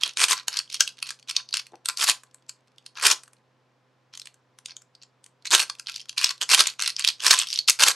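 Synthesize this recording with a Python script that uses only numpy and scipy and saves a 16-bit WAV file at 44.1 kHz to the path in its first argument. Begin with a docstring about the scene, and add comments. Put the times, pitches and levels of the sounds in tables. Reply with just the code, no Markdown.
"""A plastic twisty puzzle is turned quickly by hand, close to a stereo microphone in a small quiet room.
Flicked layers swell into a rattle and clack home, among scrapes, short rattles, single knocks and light ticks.
Each contact is a tiny burst of fading noise, coloured like plastic, and it makes the hollow pieces ring.
There is a faint bump and a soft fingertip creak; desk and walls answer with dense echoes,
and a fan hums under a low rush of air."""
import sys
import numpy as np
from scipy import signal
from scipy.fft import rfft, irfft, next_fast_len
from scipy.io import wavfile
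from scipy.ndimage import uniform_filter1d

SR = 44100
rng = np.random.default_rng(int(sys.argv[2]) if len(sys.argv) > 2 else 0)


def transcribe(u):
    """Save the signal u as a 16-bit wav file named by the first command-line argument.

    u: samples, shape (n,) or (channels, n), limited to [-1, 1]; the rate is SR.
    q: integer samples, one column per channel.
    """
    v = np.clip(np.atleast_2d(u).T, -1, 1)
    q = np.round(v * 32767).astype(np.int16)
    wavfile.write(sys.argv[1], SR, q)


N = 350595  # length of the scene in samples
GRAIN = 512  # length of one contact in samples
CLICK_S = .003  # a knock's level is its energy spread over this many seconds
KNOCK_DECAY_S = .00075  # time for a contact to fade to 37 %


def amp(db):
    """Turns decibels into gain."""
    return 10 ** (np.asarray(db) / 20)


def evened(x):
    """Scales a signal to an rms level of 1."""
    return x / np.sqrt(np.mean(x ** 2) + 1e-20)


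def read(points, hz):
    """Reads a curve of (frequency [Hz], value) points, joined along a log-frequency axis."""
    point_hz, value = np.transpose(points)
    return np.interp(np.log(hz + 1), np.log(point_hz), value)


def add(mix, s, sound):
    """Mixes a sound in at time s in seconds."""
    part = mix[max(round(s * SR), 0):][:len(sound)]
    part += sound[:len(part)]


def colour(x, db_of):
    """Filters with a gain in dB set by frequency; nothing sounds before its cause (minimum phase)."""
    cepstrum = irfft(np.log(amp(db_of(np.fft.rfftfreq(2 * GRAIN, 1 / SR)))))
    # folding the cepstrum onto positive times makes the filter causal
    cepstrum[1:GRAIN] *= 2
    response = irfft(np.exp(rfft(cepstrum[:GRAIN], 2 * GRAIN)))[:GRAIN]
    return signal.fftconvolve(x, response)


def ring(x, modes):
    """Sums resonances (frequency [Hz], width [Hz], level [dB]) that x sets ringing."""
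    total = 0
    for hz, width, db in modes:
        b, a = signal.iirpeak(hz, hz / width, SR)
        total = total + amp(db) * signal.lfilter(b, a, x)
    return total


def contact(decay_s):
    """One contact: a crowd of heavily damped modes, different at every spot, of energy 1."""
    burst = rng.standard_normal(GRAIN) * np.exp(-np.arange(GRAIN) / SR / decay_s)
    return burst / np.linalg.norm(burst)


def knock(scuff_db=-17, bounce_db=-5, bounce_s=.0014):
    """Two pieces scuff closer, meet GRAIN samples in, and rebound twice, more weakly each time; energy 1."""
    out = np.zeros(3 * GRAIN)
    # a contact played backwards grows towards the meeting
    add(out, 0, amp(scuff_db) * contact(0.0049)[::-1])
    s = GRAIN / SR
    for bounce in range(3):
        add(out, s, amp(bounce * bounce_db) * contact(KNOCK_DECAY_S))
        s += bounce_s * (.5 + rng.random())
    return out / np.linalg.norm(out)


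def plastic(x, body_db, thud_db, treble_db):
    """Gives contacts the colour of the pieces, keeping their energy; each spot favours other modes."""
    # colour of an average knock: (frequency [Hz], gain [dB])
    average_colour = [(40, -46), (200, -33), (370, -20), (780, -14.5), (1000, -7), (1500, -5.5),
                      (2000, -4.5), (2650, 1), (4400, 2), (6300, 0), (8500, -5), (11000, -10),
                      (13500, -25.5), (15800, -51.5)]
    # where each part of the colour acts: (frequency [Hz], share [0-1])
    body_share, thud_share, treble_share = [(1600, 1), (2600, .35), (4000, 0)], [(600, 1), (1000, 0)], [(5500, 0), (8000, 1)]
    spot = np.transpose([np.geomspace(1800, 11000, 14), 2.8 * rng.standard_normal(14)])  # Hz, dB

    def gain_db(hz):
        tilt = body_db * read(body_share, hz) + thud_db * read(thud_share, hz)
        return read(average_colour, hz) + read(spot, hz) + tilt + treble_db * read(treble_share, hz)

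    y = colour(x, gain_db)
    return y * np.linalg.norm(x) / np.linalg.norm(y)


def clack(db, body_db, treble_db, centre_hz, emphasis_db=7, sharpness=7, hard_db=-14, thud_slope=1.0):
    """One knock with an emphasis around centre_hz; a harder hit has more low thud, within limits."""
    thud_db = np.clip(thud_slope * (db - hard_db), -7, 2)
    hit = plastic(knock(), body_db, thud_db, treble_db)
    hit = hit + ring(hit, [(centre_hz, centre_hz / sharpness, emphasis_db)])
    return amp(db) * np.sqrt(CLICK_S * SR) * hit / np.linalg.norm(hit)


def any_centre_hz():
    """Centre of a knock's emphasis, picked by chance."""
    return rng.uniform(2500, 6000)


def clicks(level_db=.5, treble_share=.55, treble_db=3.0):
    """Single knocks of layers and light regripping ticks; fuller ones have more body and treble."""
    # single knocks of layers and light ticks of fingers regripping; fullness is low for a thin one:
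    # (time [s], level before level_db is added [dB], fullness [dB],
    # centre of an added emphasis in the knock's colour [Hz])
    single_knocks = [(0.0348, -12, -5, 3280), (0.172, -20, -0.5, 3700), (0.2844, -22, 19, 3400),
                     (0.3301, -16.5, 2, 1050), (0.482, -17.5, 3.5, 980), (0.5709, -20, -20, 1650),
                     (0.59, -18, -7, 4616), (0.743, -24, -5, 1850), (0.807, -6.5, -13, 1660),
                     (0.8765, -24.5, -7, 2670), (1.0267, -22, -3.5, 2550), (1.091, -30, -4, 3370),
                     (1.1057, -27.5, 1.5, 1586), (1.2991, -25, -2, 2900), (1.3653, -13, -24, 6100),
                     (1.489, -38, -25, 4600), (1.5278, -23.5, -22, 4550), (1.5405, -18, -15.5, 1500),
                     (1.57, -21, -13.5, 1100), (1.6676, -43, -4, 2350), (1.858, -22, -1.5, 8500),
                     (1.8872, -17.5, -1, 1250), (1.9728, -24, 3, 4640), (2.0866, -17, 15, 1010),
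                     (2.2351, -45.5, 12, 6800), (2.345, -43.5, 13, 8050), (2.4937, -30.5, -5, 7600),
                     (2.7826, -45, -8, 3250), (2.863, -36, -4, 4253), (3.235, -42, 8.5, 9100),
                     (3.2784, -49.5, 20, 6400), (3.3329, -51.5, 18.5, 8050), (4.1526, -40, 3, 3500),
                     (4.1748, -35, -6, 7200), (4.197, -35, 0, 5410), (4.217, -36.5, -4, 3940),
                     (4.2565, -40, 2, 8240), (4.272, -37.5, -0.5, 2350), (4.3424, -53.5, 7, 1550),
                     (4.5872, -44.5, 12.5, 5750), (4.659, -29.5, -9, 8500), (4.7668, -34.5, -4, 6830),
                     (4.819, -49.5, 8, 7200), (4.9513, -46.5, -4, 4600), (5.033, -46, -1.5, 6800),
                     (5.2418, -45.5, -2, 8050), (5.2626, -46, -2, 8500), (5.6985, -24, 0.5, 1170),
                     (5.7967, -31, 13.5, 5393), (5.9607, -26.5, -9, 2441), (6.094, -27.5, -11, 3100),
                     (6.1804, -18, -21, 1104), (6.2435, -8.5, -4, 5544), (6.4134, -21, 2, 2960),
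                     (6.6709, -16, 1, 6990), (6.8226, -18.5, 6, 4353), (6.8768, -17.5, -3, 1523),
                     (6.9023, -25.5, -5, 5000), (6.965, -23, -19, 4850), (6.9945, -22, 0.5, 1648),
                     (7.0476, -13, -16, 1730), (7.076, -12.5, -7, 5460), (7.0872, -14.5, -8.5, 4700),
                     (7.2653, -9.5, 4, 5550), (7.3095, -5.5, -2, 4344), (7.3895, -13.5, 3, 7610),
                     (7.3992, -19.5, -18, 1102), (7.5281, -21, -23, 2800), (7.5588, -22.5, -22, 3890),
                     (7.589, -15.5, -20, 4600), (7.6871, -15.5, -4, 1261), (7.6972, -8.5, -7.5, 8000)]
    out = np.zeros(N)
    for s, db, full_db, centre_hz in single_knocks:
        hit = clack(db + level_db, full_db, treble_db + treble_share * full_db, centre_hz)
        add(out, s - GRAIN / SR, hit)
    return out


def rattle(span, shape_db, per_s, spread_db):
    """A swarm of small contacts whose level follows shape_db(seconds)."""
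    hits = int(span * per_s) + 1
    times = (np.arange(hits) + rng.random(hits)) * span / hits
    swarm = np.zeros(int(span * SR) + GRAIN)
    for s in times:
        chance_db = spread_db * np.clip(rng.standard_normal(), -2, 2)
        add(swarm, s, amp(shape_db(s) + chance_db) * contact(KNOCK_DECAY_S))
    wanted_energy = np.mean(amp(shape_db(times)) ** 2) * span * SR
    return swarm * np.sqrt(wanted_energy) / np.linalg.norm(swarm)


def edges(start, span, shape_db, per_s, body_db, treble_db, spread_db=2, glance_db=3):
    """Edge after edge catches as pieces move, some squarely and some glancing: (time [s], sound) pairs."""
    passes = int(span * per_s)
    for k in range(passes):
        t = span * (k + rng.random()) / passes
        force, square = np.clip(rng.standard_normal(2), -2, 2)
        square_db = glance_db * square
        tick_db = shape_db(t) + spread_db * force
        tick = clack(tick_db, body_db + square_db, treble_db + square_db, any_centre_hz())
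        yield start + t - GRAIN / SR, tick


def flicks(level_db=-2.0, body_db=2.5, thud_db=1.0, treble_db=2, spread_db=3.0):
    """A flicked layer rattles ever louder over its neighbours, clacks home and shivers to rest."""
    # quarter turns flicked by a finger, in pairs that make a half turn; level_db trims the rattle only:
    # (landing time [s], run-up [s], settling [s], level before trims [dB])
    flicked_turns = [(0.2399, .062, 0.016, -18), (0.3192, .04, .022, -21), (2.041, .06, 0.011, -21.5),
                     (2.097, .035, .022, -18), (3.0676, .046, 0.015, -15), (3.114, .04, .022, -19),
                     (5.5488, .044, 0.018, -14), (5.601, .04, .04, -22.5), (6.5465, .056, .008, -13.5),
                     (6.6056, .035, .018, -14), (7.2802, .06, .012, -21), (7.3146, .02, .035, -14.5),
                     (7.836, .047, .008, -13.5), (7.8838, .035, .035, -17)]
    # air inside the whole puzzle, stirred by a flick: (frequency [Hz], width [Hz], level against the flick [dB])
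    cavity_modes = [(378, 120, -2.5), (900, 420, -8)]
    swell_db, settle_db = 13, 9  # rise over the run-up, fall while settling
    clack_db, clack_body_db, clack_treble_db = 6, 1, 6  # landing knock: level above the listed one, colour
    tick_body_db, tick_treble_db = 4, 5
    per_s, edges_per_s = 580, 110  # contacts and passing edges per second
    out = np.zeros(N)
    for s, run_s, settle_s, db in flicked_turns:
        def shape_db(t):
            before = swell_db * (1 - t / run_s) ** 2
            after = settle_db * (t - run_s) / settle_s
            return db - np.where(t < run_s, before, after)

        start, span = s - run_s, run_s + settle_s
        swarm = rattle(span, shape_db, per_s, spread_db)
        add(out, start, amp(level_db) * plastic(swarm, body_db, thud_db, treble_db))
        for at, tick in edges(start, span, shape_db, edges_per_s, tick_body_db, tick_treble_db):
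            add(out, at, tick)
        landing = clack(db + clack_db, clack_body_db, clack_treble_db, any_centre_hz())
        add(out, s - GRAIN / SR, landing)
    return out + ring(out, cavity_modes)


def scrapes(level_db=-3.0, tick_db=5, hard_db=-22, thud_slope=.7, treble_slope=0.78, spread_db=7.0):
    """Moving pieces scrape or rattle evenly, fuller and brighter with force, and tick as edges pass."""
    # scrapes and short rattles of moving pieces, long or very brief;
    # level_db trims the scrape and tick_db lifts the ticks:
    # (start [s], end [s], level before these [dB], hollow body [dB])
    moving_pieces = [(0.002, 0.099, -35.5, 0.5), (0.361, 0.41, -40, 7), (0.519, 0.606, -35, -1.5),
                     (0.697, 0.77, -37.5, -9), (0.805, 0.819, -18, -2), (0.857, 0.909, -47, -3),
                     (0.979, 0.995, -49, 1), (1.056, 1.121, -41, -5), (1.283, 1.316, -34.5, -3),
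                     (1.354, 1.406, -44.5, 12.5), (1.535, 1.6, -33.5, -1), (1.89, 1.902, -27, 2),
                     (2.962, 3.02, -38.5, 5.5), (4.135, 4.156, -43.5, -2), (4.686, 4.716, -44, 0),
                     (5.017, 5.043, -52, -7), (5.456, 5.475, -31.5, -1), (5.867, 5.903, -33.5, 3),
                     (5.912, 6.023, -44.5, -13), (6.173, 6.312, -29.5, -0.5), (6.419, 6.432, -21.5, 2.5),
                     (6.63, 6.714, -34, 1.5), (6.796, 6.894, -30, -1), (6.98, 7.023, -33.5, -4),
                     (7.042, 7.101, -28.5, 1.5), (7.201, 7.219, -35.5, -7), (7.351, 7.439, -27.5, -2),
                     (7.461, 7.602, -36, -12), (7.684, 7.704, -15, -12)]
    margin_s, ease_db_per_s = .01, 1800  # the scrape fades in and out just outside its span
    per_s, edges_per_s = 450, 65  # contacts and passing edges per second
    out = np.zeros(N)
    for start, end, db, body_db in moving_pieces:
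        force_db, span = db - hard_db, end - start

        def shape_db(t):
            outside_s = np.maximum(abs(t - margin_s - span / 2) - span / 2, 0)
            return db - ease_db_per_s * outside_s

        swarm = rattle(span + 2 * margin_s, shape_db, per_s, spread_db)
        thud_db = np.clip(thud_slope * force_db, -8, 2)
        scrape = plastic(swarm, body_db, thud_db, treble_slope * min(force_db, 0))
        add(out, start - margin_s, amp(level_db) * scrape)
        for at, tick in edges(start, span, lambda t: db, edges_per_s, body_db, 0):
            add(out, at, amp(tick_db) * tick)
    return out


def handling(body_db=-5, thud_db=-3, treble_db=-5):
    """Fingers regrip and loose pieces tick faintly: small knocks at chance times and levels."""
    # stretches of ticking: (start [s], end [s], level before a chance change of -12 to +4 dB [dB])
    ticking_spans = [(0, 1.72, -49), (2.15, 3.4, -64), (5.45, 7.95, -48)]
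    per_s, spread_db = 28, 4
    out = np.zeros(N)
    for start, end, db in ticking_spans:
        for s in np.arange(start, end, 1 / per_s):
            size = amp(db + spread_db * rng.uniform(-3, 1)) * np.sqrt(CLICK_S * SR)
            tick = plastic(knock(), body_db, thud_db, treble_db)
            add(out, s + rng.uniform(-1.1, 1) / per_s, size * tick)
    return out


def soft_handling(pulse_hz=340, jitter=0.88):
    """A faint bump, then a fingertip creak: unsteady rapid pulses set low modes ringing briefly."""
    # soft low handling sounds, a faint bump, then a fingertip creak:
    # (time [s], level before the rise and fade [dB])
    soft_sounds = [(0.052, -53), (1.721, -43.5)]
    # low resonances, passed through twice: (frequency [Hz], width [Hz], level at each pass [dB])
    low_modes = [(380, 160, 10), (680, 450, 5.5)]
    length_s, rise_s, fade_db_per_s = .042, 0.017, 325
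    t = np.arange(0, length_s, 1 / SR)
    ramps = np.minimum(np.minimum(t, length_s - t) / rise_s, 1)
    shape = ramps * amp(-fade_db_per_s * (t - rise_s))
    out = np.zeros(N)
    for s, db in soft_sounds:
        unsteady = 1 + jitter * evened(uniform_filter1d(rng.standard_normal(len(t)), 150))
        # one pulse each time the running count passes a whole number
        pulses = np.diff(np.floor(np.cumsum(pulse_hz * unsteady) / SR), prepend=0)
        add(out, s, amp(db) * shape * evened(ring(ring(pulses, low_modes), low_modes)))
    return out


def reflections(t60_of, first_s):
    """Dense echoes of energy 1 that begin after first_s and die at a rate set by frequency."""
    taps = rng.standard_normal(SR // 2) * (rng.random(SR // 2) < .2)
    hz, t, z = signal.stft(taps, SR, nperseg=256)
    decay = np.exp(-np.log(1000) * t / t60_of(hz)[:, None])  # 60 dB down after t60
    tail = signal.istft(z * decay, SR, nperseg=256)[1]
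    return np.pad(tail / np.linalg.norm(tail), (int(first_s * SR), 0))


def room(x, desk_db=-13, desk_t60=0.045, walls_db=-14):
    """Desk and hands answer at once, the walls later; the paths shift as the puzzle moves."""
    # how long the walls echo: (frequency [Hz], time to fall by 60 dB [s])
    walls_t60 = [(1000, .23), (2500, .16), (5000, .19), (8000, .165), (14000, .14)]
    out = np.zeros(N)
    for k in range(3):
        # three sets of paths take turns once a second; their squared shares add up to 1
        share = np.sqrt(2 / 3) * np.cos(2 * np.pi * (np.arange(N) / SR + k / 3))
        desk = reflections(lambda hz: desk_t60 + 0 * hz, first_s=0.0014)
        walls = reflections(lambda hz: read(walls_t60, hz), first_s=.007)
        out += amp(desk_db) * signal.oaconvolve(x * share, desk)[:N]
        out += amp(walls_db) * signal.oaconvolve(x * share, walls)[:N]
    return out


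def microphones(x):
    """Two close capsules hear everything at the same time, but each with its own colour."""
    # how the two hear the puzzle: (frequency [Hz], left minus right [dB])
    balance = [(200, 0), (700, 3), (1000, 3), (1500, 0), (2600, 0), (3300, -4.5), (3900, -10), (4500, -1),
               (5200, 3.5), (6300, 3), (7400, 0)]
    size = next_fast_len(N + GRAIN)
    ratio = amp(read(balance, np.fft.rfftfreq(size, 1 / SR)))  # left over right
    right = np.sqrt(2 / (1 + ratio ** 2))  # keeps the summed power of both sides
    return irfft(rfft(x, size) * np.array([ratio * right, right]), size)[:, :N]


def background(air_db=-69, side_db=-9, waver=.007):
    """A fan hums with a slightly unsteady pitch over a low rush of air, made of filtered noise."""
    # tones of the fan, before the right side is favoured: (frequency before the waver [Hz], level [dB])
    hum_tones = [(127, -69), (255, -79.5), (511, -77), (1022, -79.5)]
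    # colour of the air, of which only the shape counts: (frequency [Hz], level per Hz [dB])
    air_colour = [(25, -25.5), (55, -32.5), (110, -3.5), (250, -2), (1000, -4.5), (1400, -8), (2400, -13),
                  (5500, -20.5), (15000, -44)]
    shape = amp(read(air_colour, np.fft.rfftfreq(N, 1 / SR)))
    mid, side = (evened(irfft(rfft(rng.standard_normal(N)) * shape, N)) for _ in range(2))
    air = amp(air_db) * (mid + amp(side_db) * np.array([side, -side]))
    speed = 1 + waver * evened(uniform_filter1d(rng.standard_normal(N), 2500))
    turns = np.cumsum(speed) / SR
    hum = sum(amp(db) * np.sin(2 * np.pi * (hz * turns + rng.random())) for hz, db in hum_tones)
    return air + hum * amp([[-1], [1]])  # left, right dB


def scene(wide_db=-17):
    """Contacts ring the hollow pieces; the room answers, a little differently on each side."""
    # lasting rings of the hollow pieces: (frequency [Hz], width [Hz], level against the knock [dB])
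    shell_modes = [(1026, 15, 0.5), (1133, 25, -2), (1358, 66, -4), (1587, 85, -3), (2510, 200, -13),
                   (4410, 65, -3.5), (8380, 17, -2.5), (9400, 17, -3.5)]
    contacts = clicks() + flicks() + scrapes() + handling()
    puzzle = contacts + ring(contacts, shell_modes) + soft_handling()
    # the moving fingers shade now one side, now the other
    drift = signal.oaconvolve(rng.standard_normal(N), np.hanning(2000), "same")
    shade = .07 * evened(drift)
    centre = puzzle + room(puzzle)
    wide = shade * puzzle + amp(wide_db) * room(puzzle)
    return microphones(np.array([centre + wide, centre - wide])) + background()


def record(dry, ceiling=.9, low_cut_hz=250, edge_hz=16000):
    """Peaks overload the input, which passes little bass of its own distortion; then the top is cut off."""
    excess = dry - np.clip(dry, -ceiling, ceiling)
    high_pass = signal.butter(2, low_cut_hz, "high", fs=SR, output="sos")
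    clipped = dry - signal.sosfilt(high_pass, excess)
    low_pass = signal.firwin(255, edge_hz, window=("kaiser", 8), fs=SR)
    return signal.oaconvolve(clipped, low_pass[None], "same")


dry = scene()
out = record(dry)
transcribe(out)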